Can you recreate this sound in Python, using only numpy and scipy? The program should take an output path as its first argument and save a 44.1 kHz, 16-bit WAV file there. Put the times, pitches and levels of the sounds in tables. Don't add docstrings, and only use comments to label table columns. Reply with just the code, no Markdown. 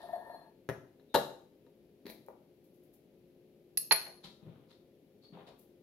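import sys
import numpy as np
from scipy import signal
from scipy.fft import rfft, irfft
from scipy.io import wavfile

SR = 44100
rng = np.random.default_rng(int(sys.argv[2]) if len(sys.argv) > 2 else 0)


def store_wav(level_fs):
    pcm = np.round(np.clip(np.atleast_2d(level_fs), -1, 1) * 32767)
    wavfile.write(sys.argv[1], SR, pcm.T.astype(np.int16))


N = 256662
TIME_S = np.arange(N) / SR
TAIL_S = TIME_S[:2 ** 15]

# frequency in Hz, density in dB per Hz.
AIR_COLOUR = [(25, -14), (60, -17.5), (100, -15.5), (160, -9.5), (240, -10.5), (360, -8.5), (560, -15),
              (750, -25), (1100, -37), (1600, -37), (2400, -34), (4200, -37.5), (8500, -49), (11500, -37.5),
              (15600, -43)]
AIR_DB = -65
# frequency in Hz, level in dB.
HUM_LINES = [(161.5, -78), (209.9, -81), (263.8, -78), (355.3, -70.5), (414.5, -75.5), (532.9, -77.5)]

# band centre in Hz, T60 in seconds.
ROOM_DECAY = [(100, .45), (300, .45), (800, .48), (2000, 0.4), (4300, 0.44), (7000, 0.5), (11000, 0.4),
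              (15000, 0.3)]
# frequency in Hz, likeness from 0 to 1.
CHANNEL_LIKENESS = [(100, .93), (400, 0.94), (900, 0.37), (1800, .2), (4000, .02)]

# start in seconds, level in dB, centre in Hz.
SOFT_BUMPS = [(.705, -52, 130), (1.163, -42.5, 117), (2.053, -47.5, 258), (2.2847, -47.5, 580),
              (4.073, -53.5, 706), (4.243, -55.5, 167), (4.426, -53.5, 180), (4.464, -45.5, 140),
              (4.470, -52.5, 320), (4.575, -59, 222), (5.324, -51, 180.7), (5.373, -54.5, 550)]
BUMP_OCTAVES, BUMP_T60_CYCLES = 0.59, 10
# peak time in seconds, what rubs, level in dB, fall in seconds.
RUB_STROKES = [(0.027, "sleeve", -65.5, 0.068), (2.101, "fingertip", -51.5, 0.0099),
               (2.264, "fingertip", -66, 0.0055), (2.287, "fingertip", -70, 0.009),
               (2.65, "fingertip", -75, .025), (2.746, "fingertip", -74.5, 0.028),
               (2.84, "fingertip", -73.5, 0.027), (2.94, "fingertip", -65, .016),
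               (4.252, "sleeve", -51, 0.027), (4.489, "sleeve", -90.5, 0.12), (4.49, "sole", -67.5, 0.15),
               (4.711, "sleeve", -64, 0.032), (5.246, "sleeve", -70, 0.037), (5.345, "sole", -57, .03),
               (5.392, "sole", -57, 0.036), (5.478, "sleeve", -61.5, .022), (5.485, "sole", -58.5, 0.034),
               (5.6, "fingertip", -65.5, 0.031)]
RUB_SPECTRA = {"fingertip": [(1000, -35), (4000, -14.5), (6500, -11.5), (8500, -14), (11000, -0.5),
               (12500, 1.5), (15500, -5.5)], "sleeve": [(300, -5), (900, -3.5), (1600, -9), (2700, -9),
               (3900, 3.5), (5500, -12), (8300, -21.5), (11300, -18.5), (15500, -34.5)],
               "sole": [(100, -8.5), (400, 3), (800, -0.5), (1200, -6.5), (2000, -14), (3600, -10),
               (5300, -37), (15500, -51)]}
RISE_SHARE = .5
# peak time in seconds, level in dB, centre in Hz,
# width in octaves, fall in seconds.
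RUB_SQUEAKS = [(0.049, -70, 4275, 0.014, 0.021), (.16, -73, 4380, 0.014, 0.03),
               (0.347, -67, 4233, 0.0043, 0.07), (1.12, -71.5, 3750, 0.058, 0.054),
               (2.085, -58, 4030, 0.09, 0.015), (5.251, -65, 4400, 0.074, 0.042)]

# start in seconds, level in dB.
SLAB_LANDINGS = [(1.1465, -21), (3.9113, -25)]
SLAB_MODE_HZ, SLAB_T60_S = 876, .1

# frequency in Hz, level in dB.
NECK_COLOUR = [(100, -1), (300, 9.5), (900, -2), (1250, -9.5), (2100, 0), (3100, -10), (4100, 2),
               (5500, -14), (8000, -29), (11000, -11), (15500, -13)]
DRAW_START_S, DRAW_FREE_S, CATCH_COUNT = 2.0555, 2.102, 5
CATCH_FIRST_DB, CATCH_LAST_DB = -57.5, -51

# start in seconds, knock in dB, tick in dB, ring in dB,
# ring tilt in dB per octave.
LID_CONTACTS = [(3.7733, -55.5, -32.5, -36, 11), (3.9107, -28, -52, -14, -22),
                (3.9180, -27, -56.5, -39, -10), (3.9200, -37, -34.5, -22, 3),
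                (3.9228, -33.5, -35.5, -21.5, -4.5), (3.9255, -31.5, -32, -29, 4.5),
                (3.928, -36.5, -42.5, -38, 10), (4.066, -52.5, -73, -68, -1)]
# frequency in Hz, level in dB, T60 in seconds, left minus right in dB.
LID_RING = [(4180, -9.5, .08, 1), (4264, -0.5, 0.065, -10.5), (4400, -13.5, .05, -5), (4680, -15, .025, -7),
            (5188, -14, 0.011, -8), (10690, -11.5, .04, -2.5), (10720, -1, 0.058, -3.5),
            (10800, -5.5, 0.091, -2), (10744, -9, .05, 0.5), (11350, -11.5, .05, 0), (11500, -9, 0.11, 3),
            (12905, -21, 0.089, 5), (13735, -19, 0.12, 13.5), (14600, -24.5, .05, 10.5)]
# frequency in Hz, level in dB.
LID_KNOCK_COLOUR = [(60, -21.5), (150, -14.5), (350, -7), (700, -2.5), (800, -5), (875, 9), (970, -2),
                    (1200, -4), (1700, 1.5), (2500, 1.5), (3300, -8.5), (4500, -10), (6500, -21.5),
                    (15000, -41.5)]
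LID_TICK_COLOUR = [(300, -22), (1100, -26.5), (2700, -6), (3500, -15.5), (4400, 1.5), (5300, -3.5),
                   (6800, -9.5), (8000, -21.5), (9700, -19), (10800, 1.5), (12300, -9), (14500, -10.5),
                   (15500, -25)]
LID_CHOKE_MIN_S = 0.0058

# start in seconds, part that strikes, knock in dB, ring in dB,
# ring tilt in dB per octave.
POT_CONTACTS = [(.6899, "edge", -33.5, -51.5, -3), (.6976, "edge", -37, -58, -1),
                (0.997, "edge", -72.5, -70.5, 4), (1.142, "base", -41.5, -52.5, -4),
                (1.1445, "base", -29.5, -24.5, -1), (1.148, "base", -29, -23.5, -4.5),
                (1.1511, "base", -27.5, -28.5, 1), (1.1583, "base", -27, -23.5, 2),
                (1.665, "base", -75.5, -61.5, -3.5)]
# frequency in Hz, level in dB, T60 in seconds, left minus right in dB.
POT_RING = [(281.6, -7, .09, 2), (372, -14.5, .07, 4.5), (501, -7.5, .1, 1), (576, -6.5, .1, 7),
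            (690, -13, .07, 3.5), (880, -3, .05, 0.5), (935, -9.5, .07, 4), (1240, -9.5, .04, 3.5),
            (1720, -12, 0.031, 6.5), (1935, -15.5, .07, 5.5), (2830, -18.5, .05, 8),
            (3654, -14.5, .05, 7.5), (3810, -12.5, 0.04, 7), (3895, -15, .09, 6), (4090, -14, .06, 6),
            (5453, -35, .15, -2), (6400, -34.5, .07, 1.5), (12890, -29.5, .06, 4)]
POT_KNOCK_COLOURS = {"edge": [(40, -34.5), (120, 1), (190, -13), (280, 1), (620, -1.5), (750, -8.5),
                     (920, -2.5), (1150, -11.5), (1950, -6), (2300, -19.5), (3900, -26), (4900, -36),
                     (6100, -26), (7800, -45), (11000, -28), (15500, -40)], "base": [(40, -41.5), (120, -9),
                     (190, -12), (290, -0.5), (600, -3.5), (880, 0), (1150, -7.5), (1800, -12.5),
                     (2300, -21.5), (3900, -14), (4500, -22.5), (7200, -26), (8500, -31.5), (12300, -18.5),
                     (15500, -38.5)]}

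# start in seconds, peak in dB, length in seconds.
MUG_SLIPS = [(0.029, -39.5, 0.014), (0.088, -37, 0.0057), (.127, -28.5, 0.0093), (0.156, -32, 0.0059),
             (0.18, -52, 0.0095), (0.295, -37.5, 0.0047), (0.34, -41, 0.0043)]
# frequency in Hz, level in dB, T60 in seconds, left minus right in dB.
MUG_RING = [(580, -4.5, 0.028, 3), (695.4, 0, 0.054, 7), (726, -2, 0.03, 4.5), (882, -6, 0.1, 3.5),
            (983, -7, .04, 4), (1100, -11, 0.023, 4), (1666, -19, 0.11, 8), (1810, -16, 0.17, 9),
            (3470, -31.5, .05, 17), (4264, -29.5, .17, 2), (8360, -41, 0.072, 6), (10870, -21, 0.05, -5),
            (11430, -22, 0.1, -5)]
# frequency in Hz, level in dB.
MUG_HISS_COLOUR = [(100, -5), (350, 3), (1000, -1), (1400, -8.5), (2400, -39), (3700, -17), (5200, -30.5),
                   (8500, -35), (11000, -20), (15000, -30)]
MUG_SLIP_HZ = 707
MUG_SLIDE_DB, MUG_STOP_S, MUG_BRAKE_S = -54.5, 0.534, 0.2
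MUG_SKID_RELATIVE_DB, MUG_SKID_S = -24, 0.013


def undb(db):
    return 10 ** (np.asarray(db) / 20)


def at(points, hz):
    points_hz, value = np.transpose(points)
    return np.interp(np.log(np.maximum(hz, 1)), np.log(points_hz), value)


def freqs(x):
    return np.arange(x.shape[-1] // 2 + 1) * SR / x.shape[-1]


def shape(x, gain):
    return irfft(rfft(x) * gain, x.shape[-1])


def level(x):
    return x / np.sqrt(np.mean(x ** 2))


def blow(x):
    energy = np.mean(np.sum(x ** 2, axis=-1))
    return x / np.sqrt(energy / (SR / 100))


def pan(left_minus_right_db):
    return undb(np.array([[left_minus_right_db], [-left_minus_right_db]]) / 2)


def add(out, start_s, x):
    i = int(start_s * SR)
    x, i = x[..., max(-i, 0):], max(i, 0)
    out[..., i:i + x.shape[-1]] += x[..., :max(N - i, 0)]


def hump(hz, centre_hz, octaves):
    distance = np.log2(np.maximum(hz, 1) / centre_hz) / octaves
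    return -40 * np.log10(1 + distance ** 2 / 2)


def diffuse(t):
    mid, side = rng.standard_normal((2, len(t)))
    alike = np.clip(at(CHANNEL_LIKENESS, freqs(t)), 0, 1)
    return shape(mid, np.sqrt(1 + alike)) + shape(side, np.sqrt(1 - alike)) * np.array([[1], [-1]])


def knock(colour_db, t60_s, shudder_db):
    size = len(TAIL_S)
    cepstrum = irfft(np.log(undb(colour_db)), size)
    cepstrum[1:size // 2] *= 2
    cepstrum[size // 2 + 1:] = 0
    shudder = blow(diffuse(TAIL_S) * undb(-60 * TAIL_S / t60_s))
    push = blow(1. * (TAIL_S == 0))
    return blow(shape(shudder * undb(shudder_db) + push, np.exp(rfft(cepstrum))))


def ring(modes, tilt_db_per_octave=0, wobble_hz=0):
    out = 0
    pivot_hz = max(modes, key=lambda mode: mode[1])[0]
    knots_s = np.linspace(0, TAIL_S[-1], num=150)
    for k, (hz, db, t60_s, side_db) in enumerate(modes):
        rocking_hz = wobble_hz * np.interp(TAIL_S, knots_s, rng.standard_normal(size=150))
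        turns = np.cumsum(hz + rocking_hz) / SR
        strength = undb(db + tilt_db_per_octave * np.log2(hz / pivot_hz))
        swing = (-1) ** k * np.sin(2 * np.pi * turns)
        out = out + strength * pan(side_db) * np.exp(-np.log(1000) * TAIL_S / t60_s) * swing
    return out


def rub(colour_db, fall_s, grain_db):
    t = TAIL_S - TAIL_S[-1] / 2
    grain = np.repeat(rng.standard_normal(len(TAIL_S)), 32)[:len(TAIL_S)]
    grains = diffuse(TAIL_S) * undb(grain_db * grain)
    swell = np.exp(-np.where(t < 0, (t / (RISE_SHARE * fall_s)) ** 2, t / fall_s))
    return swell * level(shape(grains, undb(colour_db)))


def fridge(waver=.35, pan_db=4):
    air = level(shape(diffuse(TIME_S), undb(at(AIR_COLOUR, freqs(TIME_S))))) * undb(AIR_DB)
    knots_s = np.linspace(0, TIME_S[-1], 40)
    hum = 0
    for hz, db in HUM_LINES:
        size, phase = (np.interp(TIME_S, knots_s, w) for w in rng.standard_normal(size=(2, 40)))
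        tone = np.sin(2 * np.pi * hz * TIME_S + 2 * waver * phase)
        hum = hum + undb(db) * np.sqrt(2) * (1 + waver * size) * tone
    return (air + hum) * pan(pan_db)


def kitchen(near_db, near_t60_s, ceiling_db, ceiling_s, onset_s):
    noise, hz = diffuse(TAIL_S), freqs(TAIL_S)
    tail = 0
    for k, (_, t60_s) in enumerate(ROOM_DECAY):
        band = at([(f, j == k) for j, (f, _) in enumerate(ROOM_DECAY)], hz)
        tail = tail + shape(noise, band) * np.exp(-np.log(1000) * TAIL_S / t60_s)
    scatter = diffuse(TAIL_S) * np.exp(-np.log(1000) * TAIL_S / near_t60_s)
    response = (tail + undb(near_db) * scatter) * (1 - np.exp(-(TAIL_S / onset_s) ** 2))
    response /= np.sqrt(np.sum(response ** 2) / 2)
    add(response, ceiling_s, undb(ceiling_db) * np.ones((2, 1)))
    return response


def place(x, room, wet_db, left_lag_ms, room_pan_db):
    lag = np.exp(-2j * np.pi * freqs(x) * np.array([[left_lag_ms], [-left_lag_ms]]) / 2000)
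    echo = signal.fftconvolve(x.mean(axis=0)[None], room, axes=1)[:, :N]
    return shape(x, lag) + undb(wet_db) * pan(room_pan_db) * echo


def handling(grain_db=4, squeak_grain_db=3, bump_shudder_db=4, pan_db=4):
    out, hz, half_s = np.zeros((2, N)), freqs(TAIL_S), TAIL_S[-1] / 2
    for start_s, db, centre_hz in SOFT_BUMPS:
        colour_db = hump(hz, centre_hz, BUMP_OCTAVES)
        add(out, start_s, undb(db) * knock(colour_db, BUMP_T60_CYCLES / centre_hz, bump_shudder_db))
    for peak_s, what, db, fall_s in RUB_STROKES:
        add(out, peak_s - half_s, undb(db) * rub(at(RUB_SPECTRA[what], hz), fall_s, grain_db))
    for peak_s, db, centre_hz, octaves, fall_s in RUB_SQUEAKS:
        squeak = rub(hump(hz, centre_hz, octaves), fall_s, squeak_grain_db)
        add(out, peak_s - half_s, undb(db) * squeak)
    return out * pan(pan_db)


def slab(pan_db=1.5):
    out = np.zeros((2, N))
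    for start_s, db in SLAB_LANDINGS:
        add(out, start_s, ring([(SLAB_MODE_HZ, db, SLAB_T60_S, pan_db)]))
    return out


def neck(catch_t60_s=0.03, catch_shudder_db=2, scatter_s=.002, uneven_db=3.0, pan_db=4):
    out = np.zeros((2, N))
    late, harder = rng.standard_normal((CATCH_COUNT, 2)).T
    starts_s = np.linspace(DRAW_START_S, DRAW_FREE_S, CATCH_COUNT) + scatter_s * late
    levels_db = np.linspace(CATCH_FIRST_DB, CATCH_LAST_DB, CATCH_COUNT) + uneven_db * harder
    for start_s, db in zip(starts_s, levels_db):
        add(out, start_s, undb(db) * knock(at(NECK_COLOUR, freqs(TAIL_S)), catch_t60_s, catch_shudder_db))
    return out * pan(pan_db)


def lid(knock_t60_s=0.036, knock_shudder_db=-3, tick_t60_s=0.024, tick_shudder_db=13,
        knock_pan_db=2, tick_pan_db=-3):
    out, hz = np.zeros((2, N)), freqs(TAIL_S)
    gaps_s = np.diff([row[0] for row in LID_CONTACTS], append=np.inf)
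    for (start_s, knock_db, tick_db, ring_db, tilt_db), gap_s in zip(LID_CONTACTS, gaps_s):
        stone = knock(at(LID_KNOCK_COLOUR, hz), knock_t60_s, knock_shudder_db)
        rim = knock(at(LID_TICK_COLOUR, hz), tick_t60_s, tick_shudder_db)
        free = 1 / (1 + (TAIL_S / max(gap_s, LID_CHOKE_MIN_S)) ** 8)
        add(out, start_s, undb(knock_db) * pan(knock_pan_db) * stone)
        add(out, start_s, undb(tick_db) * pan(tick_pan_db) * rim)
        add(out, start_s, undb(ring_db) * ring(LID_RING, tilt_db, wobble_hz=28) * free)
    return out


def teapot(knock_t60_s=.035, shudder_db=0, pan_db=5.5):
    out = np.zeros((2, N))
    for start_s, part, knock_db, ring_db, tilt_db in POT_CONTACTS:
        stone = knock(at(POT_KNOCK_COLOURS[part], freqs(TAIL_S)), knock_t60_s, shudder_db)
        add(out, start_s, undb(knock_db) * pan(pan_db) * stone)
        add(out, start_s, undb(ring_db) * ring(POT_RING, tilt_db, wobble_hz=22))
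    return out


def mug_friction_level():
    speed = np.clip((MUG_STOP_S - TIME_S) / MUG_BRAKE_S, 0, 1)
    skids = 0
    for start_s, db, _ in MUG_SLIPS:
        fade = np.exp(-np.abs(TIME_S - start_s) / MUG_SKID_S)
        skids = skids + undb(db + MUG_SKID_RELATIVE_DB) * (TIME_S > start_s) * fade
    return speed * (undb(MUG_SLIDE_DB) + skids)


def mug(grit_db=4, glide=.06, hiss_db=-9):
    body = ring(MUG_RING)
    grit = rng.standard_normal(N) * undb(grit_db * rng.standard_normal(N))
    slide = level(signal.fftconvolve(grit[None], body, axes=1)[:, :N])
    hiss = level(shape(diffuse(TIME_S), undb(at(MUG_HISS_COLOUR, freqs(TIME_S))))) * pan(5.9)
    out = (slide + undb(hiss_db) * hiss) * mug_friction_level()
    for start_s, peak_db, length_s in MUG_SLIPS:
        t = TAIL_S[:int(length_s * SR)]
        slip_hz = MUG_SLIP_HZ * (1 + glide * rng.standard_normal() * (t / length_s - .5))
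        turns = np.cumsum(slip_hz) / SR
        slips = (turns % 1 - .5) * np.sin(np.pi * t / length_s)
        judder = signal.fftconvolve(slips[None], body, axes=1)
        add(out, start_s, undb(peak_db) * judder / np.abs(judder.mean(axis=0)).max())
    return out


def scene():
    room = kitchen(near_db=3.5, near_t60_s=.13, ceiling_db=-11.0, ceiling_s=.0075, onset_s=0.0093)
    return (fridge() + slab()
            + place(handling() + neck(), room, wet_db=-1.5, left_lag_ms=-.03, room_pan_db=5.5)
            + place(lid(), room, wet_db=-7.5, left_lag_ms=0.11, room_pan_db=3.0)
            + place(teapot(), room, wet_db=-4.5, left_lag_ms=-0.024, room_pan_db=4.0)
            + place(mug(), room, wet_db=-10.0, left_lag_ms=-.12, room_pan_db=5.5))


def record(dry, low_cut_hz=55, top_hz=15750):
    low_cut = signal.butter(2, low_cut_hz, "high", fs=SR, output="sos")
    top_cut = signal.ellip(10, .1, 70, top_hz, fs=SR, output="sos")
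    return signal.sosfilt(top_cut, signal.sosfilt(low_cut, dry))


dry = scene()
out = record(dry)
store_wav(out)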